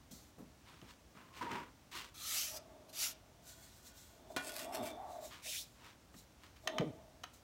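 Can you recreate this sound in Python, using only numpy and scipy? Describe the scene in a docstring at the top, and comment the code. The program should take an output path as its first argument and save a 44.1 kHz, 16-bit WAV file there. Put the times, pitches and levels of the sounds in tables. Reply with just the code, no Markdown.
"""In a small, quiet workshop, a potter steps up to a bench, sleeve rustling, soles scuffing and squeaking.
A bare hand wipes powder away with a hiss. Then a steel bowl is set on a kitchen scale: it knocks, rings,
scrapes and drags the scale a little over the bench. Next the hand is brushed off on clothing.
Last, the scale clicks under a finger and its rubber feet judder as they stick and slip."""
import sys
import numpy as np
from scipy import signal
from scipy.fft import rfft, irfft, next_fast_len
from scipy.io import wavfile
from scipy.ndimage import uniform_filter1d, map_coordinates

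SR = 44100
rng = np.random.default_rng(int(sys.argv[2]) if len(sys.argv) > 2 else 0)


def generate_wav(signal):
    """Clip the signal to [-1, 1] and save it as 16-bit WAV at the path in sys.argv[1]."""
    frames = np.transpose(np.atleast_2d(signal))
    scaled = np.clip(frames, -1, 1) * 32767
    pcm = np.round(scaled).astype(np.int16)
    wavfile.write(sys.argv[1], SR, pcm)


N = 327663
TIME = np.arange(N) / SR

# The tones of the steel bowl, damped by the hand.
# Each row: pitch in Hz, relative level in dB, seconds to fade by 60 dB.
BOWL_TONES = [(662, -5, .25), (745, -5, .15), (1044, -6, .18), (1141, -10, .3), (1464, 0, .3),
              (1510, -4, .2), (1798, -4, .25), (1922, -8, .3), (2160, -8, .2), (2406, -5, .24),
              (2805, -3, .18), (3192, -6, .3), (3381, -1, .26), (3957, -9, .25), (4120, -3, .1),
              (4565, -7, .2), (5216, -6, .12), (5660, -12, .2), (6718, -11, .12), (7402, -17, .08),
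              (8414, -10, .07), (9243, -15, .08), (10190, -12, .05)]


def gain_of(db):
    """Turns decibels into a number to multiply a sound by."""
    return 10 ** (np.asarray(db) / 20)


def evened(x):
    """Scales a sound to an average strength (rms) of 1."""
    return x / np.sqrt(np.mean(x ** 2) + 1e-20)


def noise():
    """Fresh white noise, as long as the scene."""
    return rng.standard_normal(N)


def read(points, hz):
    """Reads between a table's rows, with frequencies spaced by octaves."""
    row_hz, value = np.transpose(points)
    return np.interp(np.log(hz + 1), np.log(row_hz + 1), value)


def add(mix, start_s, sound):
    """Mixes a sound in at the given time."""
    part = mix[round(start_s * SR):][:len(sound)]
    part += sound[:len(part)]


def colour(x, spectrum):
    """Makes each frequency louder or softer as a table says, then evens the strength to 1."""
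    size = next_fast_len(2 * len(x))
    gain = gain_of(read(spectrum, np.fft.rfftfreq(size, 1 / SR)))
    return evened(irfft(rfft(x, size) * gain, size)[:len(x)])


def band(x, hz, kind, order=2):
    """Keeps the lows, the highs or a band between; a higher order cuts more sharply."""
    sections = signal.butter(order, np.minimum(hz, SR / 2 - 500), kind, fs=SR, output="sos")
    return signal.sosfilt(sections, x)


def grains(per_s, spread_db, smooth):
    """Friction: tiny slips of uneven size over a smooth hiss."""
    sizes = gain_of(spread_db * np.minimum(rng.exponential(1, N), 4)) * noise()
    slips = evened(sizes * (rng.random(N) < per_s / SR))
    return evened(slips + smooth * noise())


def resonate(x, hz, width_hz, passes=1):
    """Makes a sound ring around a pitch, which may glide; more passes sharpen the effect."""
    turn = np.exp(2j * np.pi * np.cumsum(hz * np.ones(N)) / SR)
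    feedback = np.exp(-np.pi * width_hz / SR)
    for _ in range(passes):
        x = evened((turn * signal.lfilter([1 - feedback], [1, -feedback], x / turn)).real)
    return x


def ring(tones, scatter_db):
    """A struck object's fading tones; each point of contact mixes them differently."""
    t = np.arange(SR // 2) / SR
    weights = gain_of(scatter_db * rng.standard_normal(len(tones))) * rng.choice([-1, 1], len(tones))
    return sum(weight * gain_of(db - 60 * t / fade_s) * np.sin(2 * np.pi * hz * t)
               for weight, (hz, db, fade_s) in zip(weights, tones))


def burst(fade_s):
    """Noise that fades by 60 dB in fade_s, like many close tones dying together."""
    t = np.arange(SR // 2) / SR
    return rng.standard_normal(len(t)) * gain_of(-60 * t / fade_s)


def shifting(x, patchy_db, hold_s, wide_hz):
    """A rubbing contact keeps changing, so narrow bands of its sound swell and fade."""
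    hz, t, spectrum = signal.stft(x, SR, nperseg=512)
    field = rng.standard_normal((400, 1500))
    places = np.meshgrid(hz / wide_hz, t / hold_s, indexing="ij")
    patches = map_coordinates(field, places, order=1, mode="wrap")
    return evened(signal.istft(spectrum * gain_of(patchy_db * patches), SR, nperseg=512)[1][:N])


def swell(rise_s, fall_s, depth_db, shape):
    """The loudness of one rub, depth_db quieter at its ends; a high shape flattens the top."""
    contact_s = 0.0038  # the contact makes and breaks this fast
    t = np.arange(0, rise_s + fall_s, 1 / SR)
    from_peak = np.interp(t, [0, rise_s, rise_s + fall_s], [1, 0, 1])
    touching = np.minimum(np.minimum(t, t[-1] - t) / contact_s, 1)
    return gain_of(-depth_db * from_peak ** shape) * touching


def swells(rows, depth_db, shape, lift_db=0):
    """The loudness over time of a table of rubs, each raised by its lift_db."""
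    out = np.zeros(N)
    for (start, rise_s, fall_s, db, *_), lift in zip(rows, np.broadcast_to(lift_db, len(rows))):
        add(out, start, gain_of(db + lift) * swell(rise_s, fall_s, depth_db, shape))
    return out


def background():
    """The workshop's faint, steady, mostly low noise."""
    # Each row: frequency in Hz, relative level in dB.
    air_colour = [(15, -33), (25, -22.5), (59, 0.5), (145, -7), (185, -10), (223, -9.5), (270, -7.5),
                  (416, -16.5), (591, -14), (1070, -19), (2110, -23.5), (5000, -26.5), (5730, -25),
                  (12200, -35.5), (16000, -32.5)]
    return gain_of(-63.5) * colour(noise(), air_colour)


def sleeve():
    """The sleeve rustles softly as the arm moves."""
    # Each row: start, rise and fall in seconds, level in dB.
    rustles = [(.106, 0.0073, .2, -57), (3.42, 0.073, .11, -55), (3.56, 0.074, 0.12, -59.5),
               (3.67, 0.1, 0.15, -64.5), (3.825, 0.049, 0.052, -57), (3.915, 0.066, 0.25, -59.5),
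               (4.26, 0.065, .04, -64), (5.03, 0.085, 0.26, -63.5), (5.205, 0.048, 0.07, -53),
               (5.6, 0.025, .2, -64), (6.125, 0.063, 0.062, -59), (6.6, 0.044, .07, -68),
               (7.33, .008, 0.071, -61.5)]
    # Each row: frequency in Hz, relative level in dB.
    cloth_colour = [(1180, -27), (2000, -11), (3120, -9), (3940, -0.5), (4650, -4), (7440, -0.5),
                    (9660, -9), (15100, -7), (16000, -13.5)]
    cloth = shifting(colour(noise(), cloth_colour), patchy_db=3, hold_s=0.06, wide_hz=130)
    return swells(rustles, depth_db=19, shape=1.12) * cloth


def footsteps():
    """Soles land softly, each with a low thud."""
    # Each row: start in seconds, relative level in dB, seconds to fade by 60 dB.
    steps = [(.108, -50, 0.28), (.381, -39, 0.21), (0.729, -55, 0.17), (.82, -42.5, 0.14),
             (1.149, -47.5, 0.097), (6.14, -43, 0.083)]
    # Each row: frequency in Hz, relative level in dB.
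    thud_colour = [(70, -32), (130, -3.5), (185, 1.5), (300, -7), (450, -14.5), (640, -14), (900, -22),
                   (3000, -42)]
    loudness = np.zeros(N)
    for start, db, fade_s in steps:
        age = np.maximum(TIME - start, 0)
        onset = 1 - np.exp(-age / 0.0053)
        loudness += onset * gain_of(db - 4 - 60 * age / fade_s)
    return loudness * colour(noise(), thud_colour)


def scuffs():
    """Soles grind over grit; a heavily loaded sole has less treble and more rumble."""
    # Each row: start, rise and fall in seconds, level in dB, treble change in dB.
    moves = [(.61, 0.08, 0.25, -60, -6), (.84, .06, .06, -57.5, -3.5), (1.135, 0.032, 0.19, -54.5, -14.5),
             (1.325, .05, 0.08, -50.5, -5.5), (1.408, 0.0057, 0.23, -42.5, -16.5),
             (1.485, 0.04, 0.18, -43, -16), (1.911, 0.0067, 0.057, -56, 0), (1.92, 0.042, 0.14, -45.5, -2),
             (5.285, 0.042, .12, -52, -4), (5.74, 0.13, 0.087, -55.5, -6), (6.39, 0.053, 0.094, -60.5, -4),
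             (6.55, 0.016, 0.037, -63, -2)]
    # Each row: frequency in Hz, relative level in dB.
    grit_colour = [(180, -22), (300, -18), (325, -8), (364, -5), (589, -15), (787, -8.5), (970, 2),
                   (1120, 0), (2240, -9), (9070, -26), (10500, -32), (14000, -29.5)]
    grit = colour(grains(per_s=2000, spread_db=3.5, smooth=1.0), grit_colour)
    coarse = evened(band(grit, 2670, "lowpass", order=4))
    fine = evened(band(grit, 2830, "highpass", order=4))
    rumble = evened(band(noise(), [130, 450], "bandpass"))
    treble_db = np.transpose(moves)[-1]
    layers = [(0.54 * coarse, 0), (fine, treble_db + 0.5), (rumble, -20 - 0.76 * treble_db)]
    return sum(sound * swells(moves, depth_db=21, shape=1.2, lift_db=lift) for sound, lift in layers)


def clicks():
    """Grit and, later, the scale click: a crack, a brief ring and reflections off the bench."""
    # Each row: start in seconds, relative level in dB, frequency in Hz above which it is dulled.
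    snaps = [(0.8157, -48, 5000), (1.517, -39.5, 4000), (6.142, -50.5, 3000), (6.6739, -26.5, 4000),
             (6.6758, -25.5, 8900), (6.7837, -28, 4445), (6.785, -27, 4000), (6.809, -36, 2000),
             (6.876, -50, 2010), (7.2355, -41.5, 8000), (7.2387, -35.5, 8000), (7.2413, -41.5, 8000)]
    # The scale's case. Each row: pitch in Hz, relative level in dB, seconds to fade by 60 dB.
    case_tones = [(723, -3, 0.036), (1010, -6, 0.013), (1240, 4, 0.022), (1850, 2.5, 0.018),
                  (1966, -1.5, 0.013), (2630, -2, 0.018), (3080, 5.5, 0.011), (3980, -2.5, 0.019),
                  (4760, -9.5, 0.023), (5500, 1.5, 0.0077), (6310, 4, 0.0087)]
    out = np.zeros(N)
    for start, db, bright_hz in snaps:
        crack = burst(fade_s=0.011)
        case = ring(case_tones, scatter_db=1.0)
        reflections = band(burst(fade_s=0.078), [1100, 3300], "bandpass")
        snap = band(0.37 * crack + 0.36 * case + 0.49 * reflections, bright_hz, "lowpass", order=1)
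        add(out, start, gain_of(db) * band(snap, 490, "highpass"))
    return out


def squeaks():
    """A sole squeaks as the weight turns on it."""
    # Each row: start, rise and fall in seconds, relative level in dB, pitch in Hz.
    turns = [(1.15, 0.24, 0.044, -60, 1052), (1.408, 0.0093, .02, -33.5, 990),
             (1.435, 0.049, .04, -42, 920), (1.505, 0.042, 0.1, -46.5, 942)]
    start, rise_s, _, _, pitch_hz = np.transpose(turns)
    glide_hz = np.interp(TIME, start + rise_s, pitch_hz)
    squeak = resonate(band(noise(), [800, 1200], "bandpass"), glide_hz, width_hz=24)
    return 0.74 * swells(turns, depth_db=19, shape=1.4) * squeak


def fizz(hollow_hz, full_at_hz):
    """A flatter hand raises the pitch of the hollow under it and lets out more of the finest hiss."""
    return hollow_hz / full_at_hz * evened(band(noise(), 9000, "highpass", order=3))


def wipes():
    """Powder rolls under the palm; the hollow under the hand colours the hiss."""
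    # Palm strokes and fingertip flicks. Each row: start, rise and fall in seconds, level in dB.
    strokes = [(2.14, 0.23, 0.22, -37.5), (2.926, 0.11, 0.1, -36)]
    flicks = [(2.53, 0.043, 0.015, -47), (2.88, 0.016, 0.042, -59)]
    # Each row: frequency in Hz, relative level in dB.
    powder_colour = [(400, -41), (650, -17.5), (1030, -19.5), (1290, -9), (1500, -15), (1900, -9),
                     (3100, -6), (4800, -7), (6000, -2), (8000, -6.5), (10300, -9), (12700, -6),
                     (16000, -15.5)]
    # The hollow flattens through each stroke. Each row: time in seconds, pitch in Hz.
    hollow_pitches = [(2.2, 3640), (2.3, 4200), (2.35, 3300), (2.39, 5500), (2.52, 5530), (2.94, 3920),
                      (3.12, 5800)]
    hollow_hz = np.interp(TIME, *np.transpose(hollow_pitches))
    powder = colour(grains(per_s=6000, spread_db=2.5, smooth=1.3), powder_colour)
    hollow = resonate(noise(), hollow_hz, width_hz=1900, passes=2)
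    hiss = powder + 0.51 * hollow + fizz(hollow_hz, full_at_hz=18000)
    swish = shifting(hiss, patchy_db=4.5, hold_s=0.035, wide_hz=111.9)
    speed = swells(strokes, depth_db=23.5, shape=1.63) + swells(flicks, depth_db=20, shape=0.96)
    # The heel of the hand hums on the bench in the first stroke.
    heel = evened(band(noise(), [1170, 1370], "bandpass"))
    press = swells([(strokes[0][0], 0.12, 0.36, -56)], depth_db=13, shape=1.7)
    return speed * swish + 0.58 * press * heel


def scale_drag():
    """Rubber feet rub the bench, which answers with a hollow rumble; the scale's plate sings along."""
    # Brief pushes make the feet creep.
    # Each row: start, rise and fall in seconds, relative level in dB, rumble change in dB.
    nudges = [(2.505, 0.049, 0.053, -54, -18), (2.2, 0.52, .8, -61.5, -3), (4.08, 0.33, 0.13, -57, 0),
              (4.3, .006, .025, -54, -10), (6.63, 0.05, 0.084, -52, -0.5), (6.68, 0.092, 0.14, -48, -0.5),
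              (6.86, 0.089, 0.38, -62.5, -5)]
    # The scale slides under the bowl.
    # Each row: time in seconds, rubbing level in dB, hollow pitch in Hz, rumble level in dB.
    slide = [(4.45, -60.5, 663, -60.5), (4.626, -52, 610, -54.5), (4.726, -46, 740, -54),
             (4.758, -41.5, 637, -52), (4.806, -42.5, 657, -47), (4.954, -52, 640, -54),
             (5.002, -49, 776, -61.5), (5.258, -51, 640, -62.5), (5.292, -66, 663, -65),
             (5.31, -62, 696, -63)]
    # Each row: frequency in Hz, relative level in dB.
    bench_colour = [(350, -32), (460, -8), (540, -18), (600, 0.5), (660, 0), (720, -17.5), (880, -1.5),
                    (1000, -15), (1160, -8), (1260, -20), (2200, -26), (3000, -43)]
    times, rub_db, slide_hz, rumble_db = np.transpose(slide)
    sliding = uniform_filter1d(1.0 * ((TIME > times[0]) & (TIME < times[-1])), size=300)
    speed = sliding * gain_of(np.interp(TIME, times, rub_db))
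    speed += swells(nudges, depth_db=17.5, shape=1.44)
    load = sliding * gain_of(np.interp(TIME, times, rumble_db))
    load += swells(nudges, depth_db=17.5, shape=1.44, lift_db=np.transpose(nudges)[-1])
    rub = colour(noise(), bench_colour)
    creep_hz = 639  # the pitch when the feet barely move
    hollow_hz = np.interp(TIME, times, slide_hz, left=creep_hz, right=creep_hz)
    hollow = resonate(band(noise(), 480, "highpass", order=6), hollow_hz, width_hz=105, passes=2)
    rumble = evened(band(noise(), [220, 420], "bandpass", order=3))
    plate = evened(band(noise(), [3430, 3680], "bandpass"))
    plate_share = gain_of(-12.5) * (abs(load) / load.max()) ** 0.34  # grows with the push
    return speed * (0.5 * rub + 0.8 * hollow) + load * (0.57 * rumble + plate_share * plate)


def steel_ring():
    """The bowl is not quite round, so each of its tones comes as a close pair."""
    twins = [(hz * rng.uniform(0.96, 1.02), db, fade_s) for hz, db, fade_s in BOWL_TONES]
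    return ring(BOWL_TONES, scatter_db=1.5) + 0.6 * ring(twins, scatter_db=1.5)


def bowl_rubbing():
    """Fingers shift on the carried bowl, then its base scrapes the scale; both make the steel sing."""
    # In both tables, each row: start, rise and fall in seconds, relative level in dB.
    finger_shifts = [(3.44, .06, 0.28, -69), (3.78, .1, .3, -71)]
    base_scrapes = [(4.38, 0.09, 0.16, -47), (4.53, 0.067, 0.069, -43.5), (4.72, 0.032, 0.023, -43.5),
                    (4.594, 0.18, 0.2, -55.5), (4.83, 0.034, 0.054, -45.5)]
    grip = swells(finger_shifts, depth_db=7, shape=1.2)
    slips = grains(per_s=1500, spread_db=4.5, smooth=0.71)
    slips *= swells(base_scrapes, depth_db=17.5, shape=0.98)
    steel = steel_ring()
    singing = signal.fftconvolve(0.086 * slips + grip * noise(), steel / np.linalg.norm(steel))[:N]
    # Soft fingertips favour the lowest tone.
    hum = resonate(band(noise(), [560, 760], "bandpass"), BOWL_TONES[0][0], width_hz=7.2)
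    rasp = band(band(slips, 850, "highpass"), 10000, "lowpass", order=1)
    scrape = shifting(rasp, patchy_db=6.5, hold_s=0.095, wide_hz=110.3)
    return singing + 0.73 * grip * hum + 0.83 * np.std(slips) * scrape


def bowl_knocks():
    """The bowl knocks on the scale: steel rings, the plate rattles and the landing thumps the bench."""
    # Each row: start in seconds, relative level in dB, frequency in Hz above which it is dulled.
    knocks = [(4.3635, -28.5, 5500), (4.3682, -23, 1540), (4.3775, -32, 2500), (4.493, -37.5, 7000),
              (4.593, -39, 9900), (4.631, -42, 10200), (4.748, -41.5, 12000), (4.855, -46, 12000),
              (4.874, -49, 10000)]
    out = np.zeros(N)
    for start, db, bright_hz in knocks:
        steel = gain_of(-20) * steel_ring()
        crack = 0.77 * burst(fade_s=0.031)
        rattle = gain_of(-15.5) * burst(fade_s=0.2)
        blow = band(steel + crack + rattle, bright_hz, "lowpass", order=1)
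        add(out, start, gain_of(db) * band(blow, 400, "highpass"))
    thump = band(burst(fade_s=0.13), [110, 420], "bandpass")
    add(out, knocks[0][0], gain_of(-24) * thump)
    return out


def judder():
    """The rubber feet stick and slip: short, rough groans that sink as the scale comes to rest."""
    # Each row: start, rise and fall in seconds, level in dB, then the slips per second
    # and the strongest frequency in Hz that the groan begins with.
    groans = [(4.72, 0.097, 0.041, -46, 175, 397), (6.795, 0.0068, 0.017, -28, 205, 210),
              (6.805, 0.0137, 0.0372, -31, 176, 595), (6.826, 0.049, 0.0445, -39.5, 200, 322)]
    out = np.zeros(N)
    harmonics = np.arange(1, 8)[:, None]
    for start, rise_s, fall_s, db, slips_per_s, strongest_hz in groans:
        push = swell(rise_s, fall_s, depth_db=17, shape=1.7)
        slowing = np.linspace(0, 1, len(push)) ** 1.3
        jitter = 1 + 0.057 * evened(uniform_filter1d(noise(), size=250))[:len(push)]
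        rate = slips_per_s * (1 - 0.498 * slowing) * jitter
        centre_hz = strongest_hz * (1 - 0.73 * slowing)
        octaves_away = np.log2(harmonics * rate / centre_hz)
        weights = 1 / (1 + (octaves_away / 0.59) ** 2)
        weights /= 1 + (harmonics * rate / 760) ** 8  # little is left above 760 Hz
        tones = np.sin(2 * np.pi * harmonics * np.cumsum(rate) / SR)
        groan = (weights * tones).sum(0) / np.linalg.norm(weights, axis=0)
        add(out, start, gain_of(db) * push * groan)
    return out


def hand_brush():
    """A cupped hand pats clothing and sweeps over it; the hollow of the hand gives a sliding pitch."""
    # In both tables, each row: start, rise and fall in seconds, level in dB.
    sweeps = [(5.42, 0.12, .11, -43)]
    pats = [(5.45, .017, 0.066, -55.5)]
    # Each row: time in seconds, pitch of the hollow in Hz.
    hollow_pitches = [(5.46, 2300), (5.505, 3100), (5.555, 2140), (5.585, 3280), (5.63, 5040)]
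    # Each row: frequency in Hz, relative level in dB.
    weave_colour = [(880, -52), (1500, -18), (1940, -35), (3620, 4), (4640, -4.5), (5380, 2), (13500, -8),
                    (16000, -10)]
    hollow_hz = np.interp(TIME, *np.transpose(hollow_pitches))
    hollow = resonate(noise(), hollow_hz, width_hz=1100, passes=2)
    friction = grains(per_s=5000, spread_db=3.5, smooth=1.7)
    weave = colour(band(friction, 2900, "highpass", order=4), weave_colour)
    hiss = band(weave + 0.5 * hollow, 1200, "highpass", order=4) + fizz(hollow_hz, full_at_hz=9000)
    brush = shifting(hiss, patchy_db=1.5, hold_s=0.056, wide_hz=227)
    pat = evened(band(noise(), [520, 760], "bandpass"))
    return swells(sweeps, depth_db=21, shape=3.7) * brush + swells(pats, depth_db=18, shape=1.1) * pat


def room(x):
    """Dense echoes from shelves and walls; the treble dies away first."""
    # Each row: frequency in Hz, seconds to fade by 60 dB.
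    fade_times = [(150, 0.4), (700, 0.39), (3000, 0.34), (12000, 0.089)]
    echoes = rng.standard_normal(SR // 2) * (np.arange(SR // 2) / SR > 0.006)
    hz, t, spectrum = signal.stft(echoes, SR, nperseg=256)
    fading = gain_of(-60 * t / read(fade_times, hz)[:, None])
    tail = signal.istft(spectrum * fading, SR, nperseg=256)[1]
    return signal.fftconvolve(x, tail / np.linalg.norm(tail))[:N]


def scene():
    """Soft and hard sounds with their echoes, over the steady background, in one channel."""
    soft = sleeve() + footsteps() + scuffs() + squeaks()
    soft += wipes() + scale_drag() + judder() + hand_brush()
    hard = clicks() + bowl_rubbing() + bowl_knocks()
    echoes = room(gain_of(-15) * soft + gain_of(-14) * hard)
    return (background() + soft + hard + echoes)[None]


def record(dry):
    """Cuts off the very highest treble."""
    treble_cut = signal.firwin(511, 15950, window=("kaiser", 9), fs=SR)
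    return signal.oaconvolve(dry, treble_cut[None], "same")


dry = scene()
out = record(dry)
generate_wav(out)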